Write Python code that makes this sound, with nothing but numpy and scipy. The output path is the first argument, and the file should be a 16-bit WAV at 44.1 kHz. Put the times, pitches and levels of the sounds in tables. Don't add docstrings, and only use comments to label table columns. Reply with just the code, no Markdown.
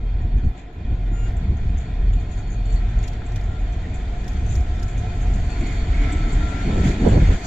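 import sys
import numpy as np
from scipy import signal
from scipy.fft import rfft, irfft, next_fast_len
from scipy.io import wavfile
from scipy.ndimage import uniform_filter1d

SR = 44100
rng = np.random.default_rng(int(sys.argv[2]) if len(sys.argv) > 2 else 0)


def volts_from_decibels(level):
    exponent = np.asarray(level, float) / 20
    return 10 ** exponent


def wrap_up_sound(samples):
    columns = np.atleast_2d(samples).T
    tamed = np.clip(columns, -1, 1)
    steps = np.round(tamed * 32767).astype(np.int16)
    wavfile.write(sys.argv[1], SR, steps)


N = 328986
TIME = np.arange(N) / SR
CYCLE_HZ = 4.579


def evened(x):
    return x / np.sqrt(np.mean(x ** 2) + 1e-20)


def read(points, hz):
    f, value = np.transpose(points)
    return np.interp(np.log(hz + 1), np.log(f + 1), value)


def column(table, axis):
    rows = np.array(table)
    return np.interp(TIME, rows[:, 0], rows[:, axis])


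def add(mix, s, sound):
    part = mix[round(s * SR):][:len(sound)]
    part += sound[:len(part)]


def smoothed(x, rows, columns):
    return uniform_filter1d(uniform_filter1d(x, size=rows, axis=0), size=columns, axis=1)


def wander(count, size):
    return evened(uniform_filter1d(rng.standard_normal(count), size=size))


def noise(spectrum, patchy_db, flicker_db, size=1024):
    frames, hz = 4 * N // size + 5, np.fft.rfftfreq(size, 1 / SR)
    a, b, patches = rng.standard_normal((frames, len(hz), 3)).T
    patches = evened(smoothed(patches, rows=9, columns=9))
    level_db = read(spectrum, hz)[:, None] + patchy_db * patches + flicker_db * wander(frames, size=5)
    z = (a + 1j * b) * volts_from_decibels(level_db)
    return evened(signal.istft(z, nperseg=size, noverlap=3 * size // 4)[1][:N])


def cyclic(spectrum, memory):
    turn = round(SR / CYCLE_HZ)
    fresh = rng.standard_normal((N // turn + 2, turn))
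    renewal = np.sqrt(1 - memory ** 2)
    kept = signal.lfilter([renewal], [1, -memory], fresh[1:], axis=0, zi=memory * fresh[:1])[0]
    size = next_fast_len(N)
    colour = volts_from_decibels(read(spectrum, np.fft.rfftfreq(size, 1 / SR)))
    return evened(irfft(rfft(kept.ravel()[:N], size) * colour, size)[:N])


def wavering(hz, width_hz, steady):
    r = np.exp(-np.pi * width_hz / SR)
    z = rng.standard_normal(N) + 1j * rng.standard_normal(N)
    for _ in range(2):
        z = signal.lfilter([1 - r], [1, -r], z)
    z = z / np.sqrt(np.mean(abs(z) ** 2))
    return evened(((steady + z) * np.exp(2j * np.pi * hz * TIME)).real)


def swells(rows, bed_db, extra_db=0):
    drop_db, curve = 15, 2.46
    s, half, db = np.array(rows)[:, :3].T
    t = TIME[::64, None]
    power = volts_from_decibels(2 * (db + extra_db - drop_db * abs((t - s) / half) ** curve)).sum(axis=1)
    return np.sqrt(volts_from_decibels(2 * bed_db) + np.interp(TIME, t[:, 0], power))


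# time in seconds, nearness in dB.
NEAR = [(0.0, -12), (0.35, -10), (0.68, -14), (0.9, -11.5), (1.3, -10), (1.6, -9), (2.5, -9.5), (3.0, -6),
        (3.25, -8), (4.1, -6.5), (4.6, -7.5), (5.0, -5), (5.5, -3), (5.9, -2.5), (6.3, -1.5), (6.8, 0.5),
        (7.0, 0), (7.46, -1)]


def follows(nearest_db, per_db):
    return nearest_db + per_db * column(NEAR, axis=1)


# peak in seconds, half length in seconds, extra rumble in dB, extra hiss in dB.
SURGES = [(0.299, 0.39, -1, -4.5), (0.59, 0.047, 1, 11), (1.282, 0.055, 3.5, 9), (1.426, 0.042, 1.5, 1),
          (2.35, 0.1, 0.5, 3.5), (2.998, 0.11, -1, -1.5), (4.505, 0.39, 1, 5.5), (5.306, 0.59, -1, 2),
          (5.72, 0.11, 0.5, 2), (6.06, 0.12, 3.5, 1), (6.881, 0.069, 3.5, 8), (6.982, 0.06, -3, -5.5),
          (7.11, 0.27, 2, 3), (7.336, 0.1, 2.5, 4.5), (7.386, 0.052, -4, 0.5), (7.46, 0.03, -1, 12)]


def shudder(axis):
    rows, t = np.array(SURGES), TIME[::64, None]
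    bumps = rows[:, axis] * np.exp(-2 * ((t - rows[:, 0]) / rows[:, 1]) ** 2)
    return np.interp(TIME, t[:, 0], bumps.sum(axis=1))


# time in seconds, strength in dB.
WIND = [(0.0, -28), (0.52, -29.5), (0.545, -42), (0.75, -37), (0.79, -29.5), (1.3, -26), (1.8, -25),
        (1.95, -27.5), (2.4, -27), (3.2, -27.5), (4.1, -27.5), (4.5, -26.5), (5.2, -24.5), (6.5, -22.5),
        (7.0, -30.5), (7.33, -19), (7.37, -48), (7.46, -22)]
# peak in seconds, half length in seconds, buffeting in dB, upper roar relative in dB.
GUSTS = [(0.25, 0.056, -22, -14.5), (0.365, 0.035, -16.5, -14), (0.461, 0.034, -11, -17),
         (0.932, 0.07, -24.5, -11), (1.123, 0.022, -25, -3.5), (1.43, 0.095, -29, -11),
         (1.508, 0.062, -20, -14), (1.68, 0.095, -21.5, -30), (2.025, 0.03, -22, -10.5),
         (2.118, 0.15, -21.5, -20), (2.58, 0.054, -25.5, -31), (2.746, 0.03, -23.5, -14),
         (2.96, 0.075, -22.5, -25.5), (3.475, 0.054, -37, -12), (3.91, 0.098, -30, -5.5),
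         (4.487, 0.17, -26.5, -7.5), (4.72, 0.22, -37, -20), (5.34, 0.17, -22.5, -15),
         (5.624, 0.035, -25, -4), (5.902, 0.03, -32, -3), (6.17, 0.1, -28, -6), (6.297, 0.094, -22, -9),
         (6.57, 0.06, -35.5, 1), (6.685, 0.04, -17.5, -4), (6.772, 0.06, -18.5, 0),
         (6.871, 0.08, -19.5, 1.5), (6.987, 0.072, -26.5, 3), (7.064, 0.061, -16.5, 2.5),
         (7.148, 0.1, -15.5, -3.5), (7.215, 0.039, -18.5, -1.5), (7.312, 0.059, -15.5, -8.5)]
# frequency in Hz, level in dB per Hz.
BUFFET = [(8.8, -38.5), (15, -12), (29, 1.5), (48, -0.5), (109, -8.5), (140, -19.5), (166, -17),
          (200, -19.5), (260, -33.5), (440, -120)]
# frequency in Hz, level in dB per Hz.
UPPER_WIND = [(60, -24.5), (110, 10.5), (200, -1.5), (350, -8.5), (500, -20.5), (800, -31), (1200, -46),
              (2500, -120)]
# start in seconds, length in seconds, level in dB.
PUFFS = [
    (6.672, 0.074, -31.5),
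    (6.736, 0.06, -27),
    (6.836, 0.026, -34),
    (6.878, 0.027, -44),
    (7.039, 0.062, -17),
    (7.111, 0.04, -23),
    (7.143, 0.055, -21),
    (7.197, 0.055, -30),
    (7.273, 0.067, -30.5),
]
# frequency in Hz, level in dB per Hz.
PUFF_COLOUR = [(60, -30), (110, 2), (200, -2), (350, -4), (600, -10.5), (950, -20), (1300, -33),
               (2500, -120)]
# peak in seconds, half length in seconds, level in dB.
MOANS = [
    (5.64, 0.1, -33.5),
    (6.05, 0.3, -36),
    (6.45, 0.41, -36.5),
]


def wind():
    strength = column(WIND, axis=1)
    low = volts_from_decibels(1.67) * swells(GUSTS, strength) * noise(BUFFET, patchy_db=1.0, flicker_db=0.5, size=2048)
    low = low + swells(MOANS, bed_db=-74.5) * wavering(hz=282.7, width_hz=73, steady=0)

    common = noise(UPPER_WIND, patchy_db=1.5, flicker_db=1.0, size=512)
    apart = noise(UPPER_WIND, patchy_db=1.5, flicker_db=1.0, size=512)
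    upper = np.array([1.06 * common + 0.21 * apart, 1.35 * common - 0.064 * apart])
    bed_db = -40 + 0.45 * (strength - strength.mean())
    upper = volts_from_decibels(-2.5) * swells(GUSTS, bed_db, extra_db=np.array(GUSTS)[:, -1]) * upper

    puffs = np.zeros(N)
    for s, length, db in PUFFS:
        add(puffs, s, volts_from_decibels(db) * signal.windows.tukey(round(length * SR), .6))
    puffs = puffs * noise(PUFF_COLOUR, patchy_db=1.5, flicker_db=1, size=512)
    return low + upper + np.array([[.2], [1.8]]) * puffs


# snap in seconds, peak in dB, lead of its first tick in seconds.
SNAPS = [
    (3.08, -46.5, 0.052),
    (3.3586, -48, .0395),
    (4.28, -47.5, 0.038),
    (4.553, -47.5, 0.025),
    (4.829, -48, 0.032),
]
# time in seconds, peak in dB.
RUSTLES = [(0.3406, -71), (0.4763, -60), (0.7294, -68.5), (1.06, -73.5), (1.3212, -64), (1.37, -67),
           (1.43, -71), (1.49, -71), (5.3378, -72), (6.83, -63), (6.8694, -58)]
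# frequency in Hz, level in dB.
TICK_COLOUR = [(1500, -15), (3000, 7), (6000, 13.5), (8000, 0), (9000, -2), (14000, -1), (16000, -16)]


def ticks():
    out, t = np.zeros(N), np.arange(6000) / SR
    hz = np.fft.rfftfreq(len(t), 1 / SR)
    colour = volts_from_decibels(read(TICK_COLOUR, hz))
    snaps = []
    for s, db, lead in SNAPS:
        snaps += [(s - lead, db - 9.5), (s, db), (s + 0.053, db - 9)]
    rustle_colour = colour * (hz > 9300)
    for group, tint, t60 in ((snaps, colour, .045), (RUSTLES, rustle_colour, .24)):
        for s, db in group:
            burst = irfft(rfft(rng.standard_normal(len(t))) * tint, len(t))
            add(out, s - .001, volts_from_decibels(db + 6) * burst * (1 - np.exp(-t / .001)) * volts_from_decibels(-60 * t / t60))
    return out


# time in seconds, peak in dB, ring in Hz, low clank relative in dB.
JOINTS = [(0.5753, -51, 7200, 7), (1.364, -48.5, 7350, 0), (1.772, -44.5, 6440, -11),
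          (1.803, -49, 7000, 5.5), (2.1284, -46.5, 7000, 3), (2.3146, -42, 6800, 1),
          (2.374, -42.5, 6700, 0), (2.4015, -57, 6600, -9), (2.5195, -43, 6600, -6), (2.6537, -47, 7290, 3),
          (2.702, -46, 7400, 2), (2.725, -43, 6800, -3), (2.985, -48, 6700, 2), (3.03, -42, 6700, 4),
          (3.074, -47, 7070, 4), (3.254, -46, 7550, -19), (3.3588, -47, 5700, 7), (3.939, -43, 7100, -16),
          (4.2822, -43, 6450, -6), (4.493, -40, 7100, -2), (4.52, -40, 7050, -9), (4.555, -37.5, 6950, -13),
          (4.8276, -51, 5600, -9), (4.8807, -42, 6970, -13), (4.9747, -41, 6500, -9),
          (5.208, -43, 6530, -4), (5.3368, -40, 6550, -9), (5.434, -50, 7070, -5), (5.5, -43, 7000, -4),
          (5.6048, -42, 7380, 4), (6.118, -37.5, 7730, -17), (6.319, -39.5, 7500, -10),
          (6.4832, -41, 7100, -7.5), (6.8364, -37, 6560, -9), (7.086, -38.5, 7450, -7)]
# time in seconds, peak in dB.
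FAR_JOINTS = [(0.212, -54), (0.3733, -56), (0.4424, -54.5), (1.5673, -56.5), (2.1983, -48), (2.469, -50),
              (2.887, -50), (3.321, -55), (3.429, -51), (3.5957, -54.5), (3.724, -49.5), (3.8107, -53),
              (3.959, -57), (4.201, -49.5), (4.36, -51), (4.3864, -52), (4.4603, -47), (5.663, -42),
              (6.0367, -51), (6.2805, -42), (6.6852, -60), (7.269, -43)]


def joints():
    out, t = np.zeros(N), np.arange(6000) / SR
    hz = np.fft.rfftfreq(len(t), 1 / SR)

    def hump(centre_hz, width_hz, order=6):
        return 1 / (1 + ((hz - centre_hz) / width_hz) ** order)

    far = [(s, db, 6570 + 360 * rng.standard_normal(), -4.5) for s, db in FAR_JOINTS]
    shape = (1 - np.exp(-t / 0.007)) * volts_from_decibels(-60 * t / 0.11)
    for s, db, ring_hz, clank_db in JOINTS + far:
        ring = hump(ring_hz, 330) + 0.78 * hump(7200, 450) + 0.67 * hump(6280, 220)
        clank = volts_from_decibels(clank_db + 1.0) * hump(2900, 1200)
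        sheen = volts_from_decibels(-16) * hump(10100, 400, order=4)
        burst = irfft(rfft(rng.standard_normal(len(t))) * (ring + clank + sheen), len(t))
        rattle = volts_from_decibels(3.5 * wander(len(t), size=250))
        add(out, s - .002, volts_from_decibels(db + 8.0) * burst * shape * rattle)
    return out


# time in seconds, peak in dB, pitch in Hz.
PINGS = [(2.5042, -44, 6600), (2.5202, -44, 6670), (2.6683, -54, 7300), (2.7307, -46, 5960),
         (2.732, -54, 7300), (2.743, -46, 7350), (2.742, -44, 6200), (2.758, -47, 7300), (3.047, -50, 5700),
         (3.255, -64.5, 7400), (4.2672, -48, 6900), (4.465, -44, 6170), (4.4917, -40, 6140),
         (4.512, -43, 6250), (4.53, -41, 6250), (4.51, -42, 7150), (4.54, -42, 7100), (4.795, -50, 7000),
         (5.7269, -41, 7100), (6.0197, -42, 6940)]


def pings():
    out, t = np.zeros(N), np.arange(3000) / SR
    shape = (1 - np.exp(-t / 0.0016)) * volts_from_decibels(-60 * t / 0.029)
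    for s, db, hz in PINGS:
        ring = np.sin(2 * np.pi * hz * t) + .6 * np.sin(2 * np.pi * 1.035 * hz * t)
        add(out, s - .002, volts_from_decibels(db + 3.5) * ring * shape)
    return out


def echoed(x, wet_db, t60):
    t = np.arange(SR // 4) / SR
    taps = rng.standard_normal(len(t)) * (rng.random(len(t)) < .05) * volts_from_decibels(-60 * t / t60)
    return x + volts_from_decibels(wet_db) * signal.oaconvolve(x, taps / np.linalg.norm(taps))[:N]


# start in seconds, length in seconds, pitch in Hz, level, second and fifth partial in dB.
SQUEALS = [
    (1.096, 0.205, 1397, -52.5, 3.5, -2.5),
    (3.462, 0.15, 1387, -51.5, -23, -33),
    (5.503, 0.091, 1420, -48, -17, -26),
    (6.369, 0.3, 1374, -40, -18, -19),
]


def squeals():
    out = np.zeros(N)
    for s, length, hz, db, second_db, fifth_db in SQUEALS:
        t = np.arange(round(length * SR)) / SR
        wobble, fuzz = wander(len(t), size=900), wander(len(t), size=150)
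        pitch = hz * (1 + .001 * wobble + .008 * (t / length) ** 6)
        turn = 2 * np.pi * np.cumsum(pitch) / SR
        tone = np.sin(turn) + volts_from_decibels(second_db) * t / length * np.sin(2 * turn)
        if 5 * hz < SR / 2:
            tone = tone + volts_from_decibels(fifth_db) * np.sin(5 * turn + .8 * fuzz)
        fade = signal.windows.tukey(len(t), .45) * np.minimum(t / .05, 1)
        add(out, s, volts_from_decibels(db + 1.2 * wobble) * tone * fade)
    return out


THROB_PHASE = 4.97
# peak in seconds, half length in seconds, level in dB.
BEATS = [
    (2.9, .6, -65),
    (3.95, 0.26, -50.5),
    (4.6, 0.52, -49.5),
    (5.2, 0.53, -46.5),
    (6.2, 0.37, -57.5),
]


def beats():
    turn = 4 * np.pi * CYCLE_HZ * TIME + THROB_PHASE + .1
    bend = 20 / (2 * CYCLE_HZ) * np.sin(turn - 1.6)
    heavier = 1 + .25 * np.cos(turn / 2 + 3.15)
    core = evened((1 + np.cos(turn)) * np.sin(2 * np.pi * 721 * TIME + bend))
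    return swells(BEATS, bed_db=-69.5) * heavier * core


# frequency in Hz, level in dB per Hz.
DRONE = [(600, -30.5), (670, -5), (705, 6.5), (720, 8), (740, 2), (785, -11), (860, -42.5)]
# peak in seconds, half length in seconds, level in dB.
BLOWER = [
    (0.1, 0.41, -66),
    (2.2, 0.43, -59.5),
    (2.55, 0.35, -63.5),
    (2.72, 0.11, -53),
    (4.4, .2, -62),
    (5.68, 0.33, -50),
    (6.28, 0.16, -53.5),
    (6.69, 0.18, -50.5),
    (7.14, 0.27, -49),
    (7.46, .1, -51),
]
# peak in seconds, half length in seconds, level in dB.
TRACTION = [
    (0.0, 0.2, -53),
    (2.87, 0.27, -54.5),
    (3.72, 0.33, -60.5),
    (4.45, 0.24, -52.5),
    (4.97, 0.52, -50),
    (6.13, 0.16, -39),
    (6.32, 0.085, -47),
    (6.8, 0.17, -41),
    (7.27, 0.13, -41.5),
]
# frequency in Hz, waver width in Hz, relative level in dB.
GEARS = [(358, 30, 7), (442, 30, 6), (1446, 16, -6), (1869, 30, -1.5), (2432, 32, 1.5), (2676, 8, -9),
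         (3542, 45, -7), (3215, 60, -6), (845, 27, -1), (1010, 70, 0)]
# peak in seconds, half length in seconds, level in dB.
RAIL_RING = [
    (1.27, .08, -64),
    (3.0, 0.13, -62.5),
    (5.7, 0.19, -46.5),
    (6.05, 0.19, -42.5),
    (6.3, .15, -49),
    (6.62, 0.13, -49),
    (6.9, 0.11, -51),
    (7.25, 0.23, -50),
]


def whines():
    drone = .75 * cyclic(DRONE, memory=.9) + .45 * wavering(hz=719, width_hz=7, steady=1.6)
    drone = drone * volts_from_decibels(follows(-51.5, per_db=0.99) + 1.1 * shudder(axis=2) + 2.5)
    drone = drone * (1 + .7 * np.cos(4 * np.pi * CYCLE_HZ * TIME + THROB_PHASE))

    blower_level = volts_from_decibels(-2) * swells(BLOWER, follows(-56, per_db=0.98) - 2)
    blower = blower_level * wavering(hz=4441, width_hz=36, steady=.45)
    traction_level = volts_from_decibels(-6.5) * swells(TRACTION, follows(-55.5, per_db=0.76))
    traction = traction_level * wavering(hz=1330, width_hz=10, steady=.8)
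    gears = sum(volts_from_decibels(db) * wavering(hz, width_hz, steady=0.076) for hz, width_hz, db in GEARS)
    gears = gears * volts_from_decibels(follows(-56, per_db=0.7))
    rails = swells(RAIL_RING, bed_db=-76.5) * wavering(hz=2153, width_hz=420, steady=0)
    return drone + beats() + rails + blower + traction + gears


# frequency in Hz, waver width in Hz, relative level in dB.
THRUM = [(41.93, 5.6, 2), (68.8, 3.3, -13), (105.3, 5.9, -15), (27.1, 3.3, -13.5)]
# peak in seconds, half length in seconds, level in dB.
THROBS = [(0.19, 0.17, -17.5), (0.35, 0.077, -19), (0.47, 0.061, -16.5), (0.93, 0.13, -30),
          (1.17, 0.19, -22.5), (1.52, 0.088, -26.5), (1.69, 0.14, -18.5), (2.13, 0.21, -21.5),
          (2.39, 0.051, -20.5), (2.67, 0.14, -17.5), (2.82, 0.092, -16), (2.95, 0.13, -17.5),
          (3.36, 0.047, -23.5), (3.47, 0.061, -21.5), (3.62, 0.061, -21.5), (3.75, 0.067, -20),
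          (4.15, 0.27, -24.5), (4.45, 0.35, -26.5), (4.85, 0.16, -36), (5.08, 0.18, -33),
          (5.27, 0.18, -19.5), (5.45, 0.074, -28), (5.71, 0.12, -28), (5.9, 0.058, -45), (6.01, 0.05, -17),
          (6.25, 0.038, -16.5), (6.67, 0.046, -20), (6.79, 0.046, -22), (7.1, 0.1, -21.5),
          (7.27, 0.098, -15)]
# peak in seconds, half length in seconds, level in dB.
BOOMS_69_HZ = [
    (1.45, 0.15, -24),
    (3.0, .08, -34),
    (4.38, 0.077, -23),
    (4.6, 0.03, -17),
    (4.71, 0.049, -19),
    (5.0, 0.17, -32),
    (5.9, 0.052, -22.5),
    (6.02, 0.12, -26),
    (6.2, .1, -28),
]
# peak in seconds, half length in seconds, level in dB.
BOOMS_105_HZ = [
    (.93, 0.033, -27),
    (1.08, .12, -32.5),
    (1.3, 0.088, -29.5),
    (4.55, 0.11, -27.5),
    (5.0, 0.06, -27),
    (3.25, 0.18, -34.5),
    (7.16, 0.089, -21),
]


def thrum():
    tones = [wavering(hz, width_hz, steady=2.6) for hz, width_hz, db in THRUM]
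    together = swells(THROBS, column(WIND, axis=1) - 4)
    levels = [volts_from_decibels(db - 2.5) * together for hz, width_hz, db in THRUM]
    for k, booms in enumerate((BOOMS_69_HZ, BOOMS_105_HZ), start=1):
        levels[k] = np.hypot(levels[k], swells(booms, bed_db=-73.0))
    return sum(level * tone for level, tone in zip(levels, tones))


# frequency in Hz, level in dB per Hz.
ROAR = [(150, -23.5), (250, 0.5), (393, -14), (438, -6.5), (538, -14.5), (722, -2.5), (825, -14),
        (1150, -22), (1500, -48), (2530, -120)]
# frequency in Hz, level in dB per Hz.
ROLLING = [(560, -39), (950, -3), (1110, -10.5), (1340, -1), (1690, -2), (2210, -1.5), (2480, -5),
           (2650, -10.5), (3520, -7), (4190, -14.5), (4280, -16.5), (4540, -15), (4670, -19), (5400, -20.5),
           (7020, -41.5), (11900, -120)]
# frequency in Hz, level in dB per Hz.
HISS = [(2700, -35), (4600, -5), (5300, -12), (6200, -5), (7100, -2.5), (7600, -6.5), (8050, -15),
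        (8800, -36.5), (9500, -23), (10100, -17.5), (10750, -34), (11300, -31), (14300, -32), (15000, -37),
        (15300, -52), (16500, -63)]


def locomotive():
    rumble_db, hiss_db = shudder(axis=2), shudder(axis=3)
    roar = evened(noise(ROAR, patchy_db=0.5, flicker_db=0.2) + cyclic(ROAR, memory=.9))
    roar = roar * volts_from_decibels(follows(-40.5, per_db=0.7) + 0.53 * rumble_db + 3.0)
    rolling_db = follows(-39, per_db=1.16) + 1.1 * rumble_db + 0.05 * hiss_db + 0.69
    rolling = volts_from_decibels(rolling_db) * noise(ROLLING, patchy_db=1.5, flicker_db=0.68)
    hiss = noise(HISS, patchy_db=2.0, flicker_db=0.5)
    hiss = hiss * volts_from_decibels(follows(-54, per_db=1.58) + hiss_db + 4.0)
    return roar + rolling + hiss


# frequency in Hz, left-right likeness from 0 to 1.
SAME = [(300, 1), (470, 0.85), (700, 0.64), (1200, 0), (2500, 0.58), (4000, 0.13), (8000, 0.01),
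        (14000, 0.045)]
# frequency in Hz, left minus right in dB.
TILT = [(300, -1), (600, 4), (900, 0.5), (1450, 3.5), (2470, -1.5), (4210, -3), (7160, 6), (13000, 0.5)]


def scene():
    tones, blows = volts_from_decibels(2.0) * (whines() + squeals()), joints() + pings()
    heard = []
    for lag in (0, 31):
        port = locomotive() + ticks() + echoed(blows, wet_db=-4.5, t60=0.29) + np.roll(tones, shift=lag)
        heard.append(rfft(port))
    hz = np.fft.rfftfreq(N, 1 / SR)
    same, tilt_db = np.clip(read(SAME, hz), 0, 1), read(TILT, hz)
    mid, side = np.sqrt((1 + same) / 2) * heard[0], np.sqrt((1 - same) / 2) * heard[1]
    ports = np.array([(mid + side) * volts_from_decibels(tilt_db / 2), (mid - side) * volts_from_decibels(-tilt_db / 2)])
    return (irfft(ports, N) + wind() + thrum()) * np.minimum(TIME / .004, 1)


# frequency in Hz, threshold in dB.
TOP_GATE = [(8000, -96), (8400, -89.5), (9000, -91.5), (9500, -95.5), (10000, -94.5), (10800, -97.5),
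            (11500, -105), (14500, -106), (15000, -97), (15300, -84)]
# peak in seconds, half length in seconds, rise in dB.
TOP_LULLS = [
    (1.2, .08, 5),
    (4.44, .05, 5),
    (4.72, .05, 5),
    (5.05, .1, 3),
    (5.5, .25, -2),
    (5.9, .08, 4),
    (6.26, .1, 5),
]


def thinned(x):
    hz, t, z = signal.stft(x, SR, nperseg=2048, noverlap=1536)
    power = uniform_filter1d((abs(z) ** 2).mean(0), size=3, axis=0)
    level_db = 10 * np.log10(abs(power) + 1e-20)
    wide_db = 10 * np.log10(abs(smoothed(power, rows=40, columns=3)) + 1e-20)
    scatter = evened(smoothed(rng.standard_normal(power.shape), rows=7, columns=5))
    slow = evened(uniform_filter1d(scatter.mean(0), size=18))

    gate_db = read(TOP_GATE, hz)[:, None]
    gate_db = gate_db + sum(db * np.exp(-((t - s) / half) ** 2) for s, half, db in TOP_LULLS)
    bar_db = np.maximum(gate_db + 3 * scatter + .6 * slow, wide_db - 1.5 + 4.5 * scatter)
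    keep = np.where(hz[:, None] < 7800, 1, np.clip(level_db - bar_db + .5, 0, 1))
    keep[(abs(hz[:, None] - 5400) < 600) & (scatter > 1.65)] = 0
    return signal.istft(z * keep, SR, nperseg=2048, noverlap=1536)[1][:, :N]


def roll_off(x):
    return signal.sosfilt(signal.butter(12, 15700, fs=SR, output="sos"), x)


def record(dry):
    mid, side = (dry[0] + dry[1]) / 2, (dry[0] - dry[1]) / 2
    side = signal.sosfiltfilt(signal.butter(10, 352, "high", fs=SR, output="sos"), side)
    mid = .88 * np.tanh((mid - mid.mean()) / .88)
    mix = thinned(np.array([mid + side, mid - side]))
    return roll_off(mix)


dry = scene()
out = record(dry)
wrap_up_sound(out)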